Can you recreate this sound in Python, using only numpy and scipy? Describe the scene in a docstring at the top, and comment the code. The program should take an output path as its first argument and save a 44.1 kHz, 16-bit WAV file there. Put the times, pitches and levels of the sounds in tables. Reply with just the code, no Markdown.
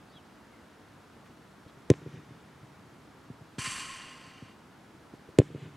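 """An artificial football pitch ringed by a wire fence and trees. Two hard shots.
Each kick is a slap of boot on skin and a deep thud of shell and squeezed air, thrown back by the
surroundings. The first ball bounces, hits the fence and drops; the wires chatter in their clamps
for a second. Soft steps, a bird, leaves and far traffic lie beneath."""
import sys
import numpy as np
from scipy import signal
from scipy.fft import rfft, irfft
from scipy.io import wavfile

SR = 44100
rng = np.random.default_rng(int(sys.argv[2]) if len(sys.argv) > 2 else 0)


def store_wav(level_fs):
    """Save 16-bit WAV to argv[1]."""
    pcm = np.round(np.clip(np.atleast_2d(level_fs), -1, 1) * 32767)
    wavfile.write(sys.argv[1], SR, pcm.T.astype(np.int16))


N = 254016

# Far traffic and leaves. Each row: frequency in Hz, relative level in dB.
AMBIENCE_SPECTRUM = [(15, -64), (25, -40), (48, -18), (72, -5.5), (190, -2.5), (301, -4), (335, -6),
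                     (545, -11.5), (911, -11), (1160, -12.5), (1370, -12.5), (2550, -22.5), (2760, -22.5),
                     (11300, -36.5), (16000, -46.5)]
# Their stereo width. Each row: frequency in Hz, side against mid in dB.
AMBIENCE_WIDTH = [(60, -17), (110, -17.5), (200, -15.5), (380, -8), (700, -7.5), (1290, -13), (2380, -7.5),
                  (4400, -7.5), (8120, -11.5), (15000, -9)]
# Each row: start in seconds, length in seconds, first, middle and last pitch in Hz, level in dB.
BIRD_SLURS = [(.085, .06, 4100, 4650, 5100, -66), (.115, .075, 3550, 3800, 3400, -63),
              (.135, .072, 3400, 3290, 2580, -59.5), (.51, 0.093, 2270, 2010, 2030, -61.5)]
# Each row: start in seconds, thump peak in dB, low-pass in Hz.
FOOTSTEPS = [(0.156, -44.5, 119), (1.164, -47, 483), (1.296, -46.5, 350), (1.662, -41, 416),
             (1.769, -43.5, 353), (4.273, -46, 139), (4.944, -45, 298), (5.136, -36.5, 457),
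             (5.285, -36, 434)]
# Each row: start in seconds, level in dB, pitch in Hz.
SOLE_SCUFFS = [(1.25, -63, 1790), (1.675, -66.5, 3400)]
# Each row: delay in seconds, gain in dB, low-pass in Hz.
BALL_ECHOES = [(0.115, -34.5, 600), (.160, -26, 580), (0.229, -35, 190), (0.267, -30, 222),
               (.405, -35, 300), (.728, -30, 170)]
# Diffuse tail. Each row: frequency in Hz, gain in dB.
SCATTER_SPECTRUM = [(50, -20), (130, 8.5), (200, 15), (300, 0), (600, -2.5), (1500, 16.5), (3000, 17.5),
                    (9000, 5), (15000, -14)]
# The ball hits the mesh, bottoms out, is thrown back. Each row: start in seconds, level in dB.
MESH_JOLTS = [(3.581, -53), (3.643, -46), (3.745, -56)]
# Fence clamps and panels. Each row: frequency in Hz, width in Hz, relative gain in dB.
PANEL_MODES = [(1036, 26, 4.5), (1290, 250, -1), (1930, 580, 1.5), (2500, 300, -1.5), (2790, 82, 3.5),
               (3070, 104, 3), (4520, 200, 0.5), (5100, 140, -21), (5930, 81, 1.5), (6420, 73, -1),
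               (7440, 150, 0.5), (8060, 260, -1), (8640, 500, -7.5), (9800, 700, -10)]
# Each row: frequency in Hz, relative level in dB, T60 in seconds.
WIRE_MODES = [(1040, -4, 0.91), (1057, 2.5, 0.65), (1080, -1, .6), (1830, -12, 0.3), (1960, -17, 0.53),
              (2070, -20, 0.27), (2390, -2, 0.17), (2690, -17, .3), (2796, -0.5, 0.15), (2860, -3, 0.33),
              (2890, -6, 0.38), (4520, -22, 0.48), (4570, -9.5, 0.25), (5830, -15, 0.084)]
# Wire on wire. Each row: frequency in Hz, gain in dB.
CLATTER_SPECTRUM = [(300, 5), (700, -14), (1100, 6.5), (2800, 6.5), (3800, 1), (5300, 2.5), (7000, -7),
                    (10000, -6), (15000, -11)]
# The recorder's dull top end, heard on the rattle. Each row: frequency in Hz, gain in dB.
RECORDER_TREBLE_SHELF = [(9800, -5), (11300, -9), (12300, -18), (14500, -16), (16000, -30)]
# Each row: start in seconds, level in dB, echo delay in seconds, echo gain in dB.
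BALL_BOUNCES = [(3.301, -36, .108, -6), (3.583, -30.5, .088, -7.5), (4.423, -38, 0.19, -15)]
# Shell of a bouncing ball. Each row: frequency in Hz, gain in dB, rise in seconds.
BOUNCE_MODES = [(250, 0.5, 0.0023), (357, -8.5, 0.0028)]
# Shell of a kicked ball. Each row: frequency in Hz, gain in dB, rise in seconds.
KICK_MODES = [(384, -0.5, 0.0014), (299, -17, 0.0046)]
# Ball skin. Each row: frequency in Hz, width in Hz, relative gain in dB.
SKIN_MODES = [(995, 300, 13.5), (1880, 680, 10), (2200, 1600, 7.5), (3370, 520, -3), (7100, 6000, -3.5),
              (9350, 400, -32)]
# The boot swings through. Each row: start in seconds, tick in dB, knock in dB.
FOLLOW_TAPS = [(1.9382, -22, -37), (5.4168, -25, -22)]
# Each row: start in seconds, level in dB, slap pitch in Hz, gain of that pitch in dB,
# thud roll-off in Hz, cavity ring in dB.
SHOTS = [(1.9018, -1.5, 5630, 9, 665, -39), (5.3873, 0, 7000, 4.5, 797, -47)]


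def from_db(db):
    """Decibels to gain."""
    return np.exp(np.asarray(db) * np.log(10) / 20)


def unit_rms(x):
    """Scale to rms 1."""
    return x / np.sqrt(np.mean(x ** 2) + 1e-20)


def clock():
    """Sample times in seconds."""
    return np.arange(N) / SR


def cut(x, hz, kind="low", order=2):
    """Butterworth low- or high-pass."""
    sos = signal.butter(order, np.clip(hz, 10, .45 * SR), kind, fs=SR, output="sos")
    return signal.sosfilt(sos, x + 1e-18)


def colour(x, spectrum):
    """Zero-phase filter through (Hz, dB) points."""
    hz, db = np.transpose(spectrum)
    bins_hz = np.maximum(np.fft.rfftfreq(N, 1 / SR), 1)
    return irfft(rfft(x) * from_db(np.interp(np.log(bins_hz), np.log(hz), db)), N)


def resonate(x, hz, width_hz):
    """Two-pole resonance, peak gain 1."""
    r = np.exp(-np.pi * width_hz / SR)
    feedback = [1, -2 * r * np.cos(2 * np.pi * hz / SR), r * r]
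    return signal.lfilter(np.array([1, 0, -1]) * (1 - r * r) / 2, feedback, x + 1e-18)


def drift(rate_hz):
    """Straight lines between Gaussian draws."""
    return np.interp(clock() * rate_hz, np.arange(N), rng.standard_normal(N))


def delayed(x, delay_s):
    """Fractional delay."""
    return np.interp(clock() - delay_s, clock(), x, left=0)


def swell(t, rise_s):
    """Rises from t = 0 to 1 at rise_s, then dies."""
    u = np.clip(t / rise_s, 0, 40)
    return u * np.exp(1 - u)


def bell(u):
    """Gaussian hump, height 1."""
    return np.exp(-.5 * np.minimum(u * u, 100))


def knocks(per_s, spread_db=1.0):
    """Random contacts of uneven strength; rms 1."""
    chance, size = rng.random((2, N))
    hits = np.flatnonzero(chance < per_s / SR)
    signed = 2 * size[hits] - 1
    out = np.zeros(N)
    out[hits] = np.sign(signed) * from_db(spread_db * np.minimum(-np.log(np.abs(signed)), 4))
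    return unit_rms(out)


def traffic_and_leaves(mid_db=-55):
    """Steady far noise, much the same in both ears."""
    mid, side = (unit_rms(colour(rng.standard_normal(N), AMBIENCE_SPECTRUM)) for _ in range(2))
    return from_db(mid_db) * (mid + colour(side, AMBIENCE_WIDTH) * [[1], [-1]])


def bird(waver=.036, waver_hz=900, blur_s=0.0049):
    """Thin, hoarse slurs, each one arc of pitch, blurred by the leaves."""
    out = np.zeros(N)
    for start_s, length_s, *pitches_hz, db in BIRD_SLURS:
        sung = (clock() > start_s) & (clock() < start_s + length_s)
        u = (clock()[sung] - start_s) / length_s
        arc_hz = np.polyval(np.polyfit([0, .5, 1], pitches_hz, 2), u)
        hz = arc_hz * (1 + waver * drift(waver_hz)[sung])
        out[sung] += from_db(db) * np.sin(np.pi * u) * np.sin(2 * np.pi * np.cumsum(hz) / SR)
    t = clock()[:SR // 10]
    leaves = rng.standard_normal(len(t)) * np.exp(-t / blur_s)
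    return signal.oaconvolve(out, leaves / np.linalg.norm(leaves))[:N]


def steps(crunch_db=-33):
    """Boots land on turf: a padded thump and a little crunch of plastic grass."""
    out = np.zeros(N)
    grit = unit_rms(resonate(rng.standard_normal(N), hz=2300, width_hz=2600))
    turf = cut(rng.standard_normal(N), hz=90, kind="high", order=4)
    for start_s, db, lowpass_hz in FOOTSTEPS:
        t = clock() - start_s
        thump = cut(turf, lowpass_hz, order=4) * swell(t, rise_s=0.0041)
        crunch = from_db(crunch_db) * grit * swell(t, rise_s=0.013)
        out += from_db(db) * (thump / np.abs(thump).max() + crunch)
    return out


def scuffs(width_hz=900, rise_s=0.013):
    """A sole drags over the grass in the run-up."""
    blades = knocks(per_s=5000)
    return sum(from_db(db) * unit_rms(resonate(blades, hz, width_hz)) * swell(clock() - start_s, rise_s)
               for start_s, db, hz in SOLE_SCUFFS)


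def swish(level_db=-67, lag_s=.022, rise_s=0.024):
    """The boot brushes the grass just after each shot."""
    blades = resonate(knocks(per_s=5000), hz=6500, width_hz=5500)
    envelope = sum(swell(clock() - start_s - lag_s, rise_s) for start_s, *_ in SHOTS)
    return from_db(level_db) * unit_rms(cut(blades, hz=8500, order=6)) * envelope


def surroundings(x, scatter_db=-29, near_s=.01, near_db_per_s=650, linger_db_per_s=11,
                 trees_s=0.24, trees_spread_s=0.045):
    """Dull echoes and a tail: turf and goal answer at once, the fence lingers, trees send one wave."""
    echoes = sum(from_db(db) * delayed(cut(x, hz), delay_s) for delay_s, db, hz in BALL_ECHOES)
    t = clock()
    near = from_db(7 - near_db_per_s * np.clip(t - near_s, 0, 1))
    linger = from_db(-9 - linger_db_per_s * t)
    trees = from_db(-5.5) * bell((t - trees_s) / trees_spread_s)
    fade = np.sqrt(near ** 2 + linger ** 2 + trees ** 2) * (t > near_s)
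    tail = colour(rng.standard_normal(N), SCATTER_SPECTRUM) * fade / np.linalg.norm(fade)
    return echoes + from_db(scatter_db) * signal.fftconvolve(x, tail)[:N]


def fence_envelopes(hit_s=3.582, sink_s=.14, cut_s=4.51, attack_s=0.0032, cut_fade_s=0.025,
                    fall_db_per_s=25.5, dulling_db_per_s=25, treble_attack_s=0.012):
    """The mesh shakes as the ball sinks in, then softens and dulls; the last of the sound is cut off."""
    t = clock() - hit_s
    dying_s = np.maximum(t - sink_s, 0)
    sway = from_db(-40 - fall_db_per_s * dying_s) * np.clip(t / attack_s, 0, 1)
    sway *= np.exp(-np.maximum(clock() - cut_s, 0) / cut_fade_s)
    jolts = sum(from_db(db) * swell(clock() - start_s, rise_s=0.012) for start_s, db in MESH_JOLTS)
    treble = sway * from_db(4 - dulling_db_per_s * dying_s) * np.clip(t / treble_attack_s, 0, 1)
    return sway + jolts, treble


def fence(knocks_per_s=1900, clump_db=2.0, clatter_db=-12, wires_db=-8, split_hz=4800):
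    """Wires chatter against their clamps in clumps, ring the panels and sing on afterwards."""
    shaking, treble = fence_envelopes()
    per_s = knocks_per_s * from_db(clump_db * drift(rate_hz=90))
    mesh = knocks(per_s)
    panels = sum(from_db(db) * resonate(knocks(per_s), hz, width_hz) for hz, width_hz, db in PANEL_MODES)
    clatter = from_db(clatter_db) * colour(mesh, CLATTER_SPECTRUM)
    chatter = unit_rms(colour(panels + clatter, RECORDER_TREBLE_SHELF))
    low = colour(chatter, [(split_hz / 2, 0), (split_hz, -3), (split_hz * 2, -24)])
    rattle = shaking * low + treble * (chatter - low)
    wires = sum(from_db(db) * unit_rms(resonate(mesh * shaking, hz, np.log(1000) / (np.pi * t60_s)))
                for hz, db, t60_s in WIRE_MODES)
    return rattle + from_db(wires_db) * np.std(rattle) * unit_rms(wires)


def shell(t, modes):
    """A few heavily damped swings of the ball's shell."""
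    return sum(from_db(db) * np.sin(2 * np.pi * hz * t) * swell(t, rise_s) for hz, db, rise_s in modes)


def squeeze(t, hz=127, deepest_s=0.00932, spread_s=0.0049, grip_s=0.0011):
    """The air inside is squeezed and swings back: the deep part of a thud."""
    offset_s = t - deepest_s
    return -np.cos(2 * np.pi * hz * offset_s) * bell(offset_s / spread_s) * np.clip(t / grip_s, 0, 1)


def bounces(squeeze_db=-1):
    """The far ball lands: soft thuds, each with a low echo from close behind it."""
    out = np.zeros(N)
    for start_s, db, echo_s, echo_db in BALL_BOUNCES:
        t = clock() - start_s
        landing = from_db(db) * (shell(t, BOUNCE_MODES) + from_db(squeeze_db) * squeeze(t))
        out += landing + from_db(echo_db) * delayed(cut(landing, hz=220), echo_s)
    return out


def cavity(t, hz=1054, t60_s=0.13):
    """Thin ring of the air inside the ball."""
    age_s = np.clip(t, 0, 1)
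    return np.sin(2 * np.pi * hz * age_s) * np.exp(-np.log(1000) * age_s / t60_s)


def thud(t, contact_s=0.01364, snap_s=0.00062):
    """The shell rings, the ball flattens, and the dent snaps out as it leaves the boot."""
    u = (t - contact_s) / snap_s
    release = (1 - u * u) * bell(u)
    return from_db(-3) * shell(t, KICK_MODES) + from_db(-9.5) * squeeze(t) + from_db(-8.5) * release


def slap(t, pitch_hz, pitch_db, pitch_width_hz=1100, scuff_db=-30, edge_db=-23):
    """Boot meets skin: a crack pitched by the spot that hits, and a scuff as the ball flattens."""
    click = np.zeros(N)
    click[np.searchsorted(t, 0)] = 1
    blow = click + from_db(scuff_db) * rng.standard_normal(N) * swell(t, rise_s=0.0019)
    modes = [*SKIN_MODES, (pitch_hz, pitch_width_hz, pitch_db)]
    skin = sum(from_db(db) * resonate(blow, hz, width_hz) for hz, width_hz, db in modes)
    crack = cut(skin, hz=9500, order=6) + from_db(edge_db) * skin
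    return crack / np.linalg.norm(crack)


def kicks(slap_db=-3.5):
    """Slap, thud and ring of each shot, then the tap of the follow-through."""
    out = np.zeros(N)
    for start_s, db, pitch_hz, pitch_db, dull_hz, ring_db in SHOTS:
        t = clock() - start_s
        body = colour(thud(t), [(35, -8), (70, 0), (dull_hz * 0.75, 0), (dull_hz * 1.11, -10)])
        crack = from_db(slap_db) * slap(t, pitch_hz, pitch_db)
        out += from_db(db) * (crack + body + from_db(ring_db) * cavity(t))
    for start_s, tick_db, knock_db in FOLLOW_TAPS:
        t = clock() - start_s
        tick = cut(slap(t, pitch_hz=2500, pitch_db=-11), hz=3300, order=3)
        out += from_db(tick_db) * tick - from_db(knock_db) * shell(t, KICK_MODES)
    return out


def scene(side_db=-32, side_delay_s=.011):
    """Play is straight ahead; echoes, fence and bird spread a little."""
    ball = cut(kicks() + bounces(), hz=45, kind="high")   # too small to radiate deep bass
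    far = surroundings(ball) + fence() + bird()
    side = from_db(side_db) * delayed(far, side_delay_s) * [[1], [-1]]
    return ball + steps() + scuffs() + swish() + far + side + traffic_and_leaves()


def record(dry, cutoff_hz=15800):
    """Steep low-pass."""
    return signal.sosfilt(signal.ellip(10, .1, 80, cutoff_hz, fs=SR, output="sos"), dry)


dry = scene()
out = record(dry)
store_wav(out)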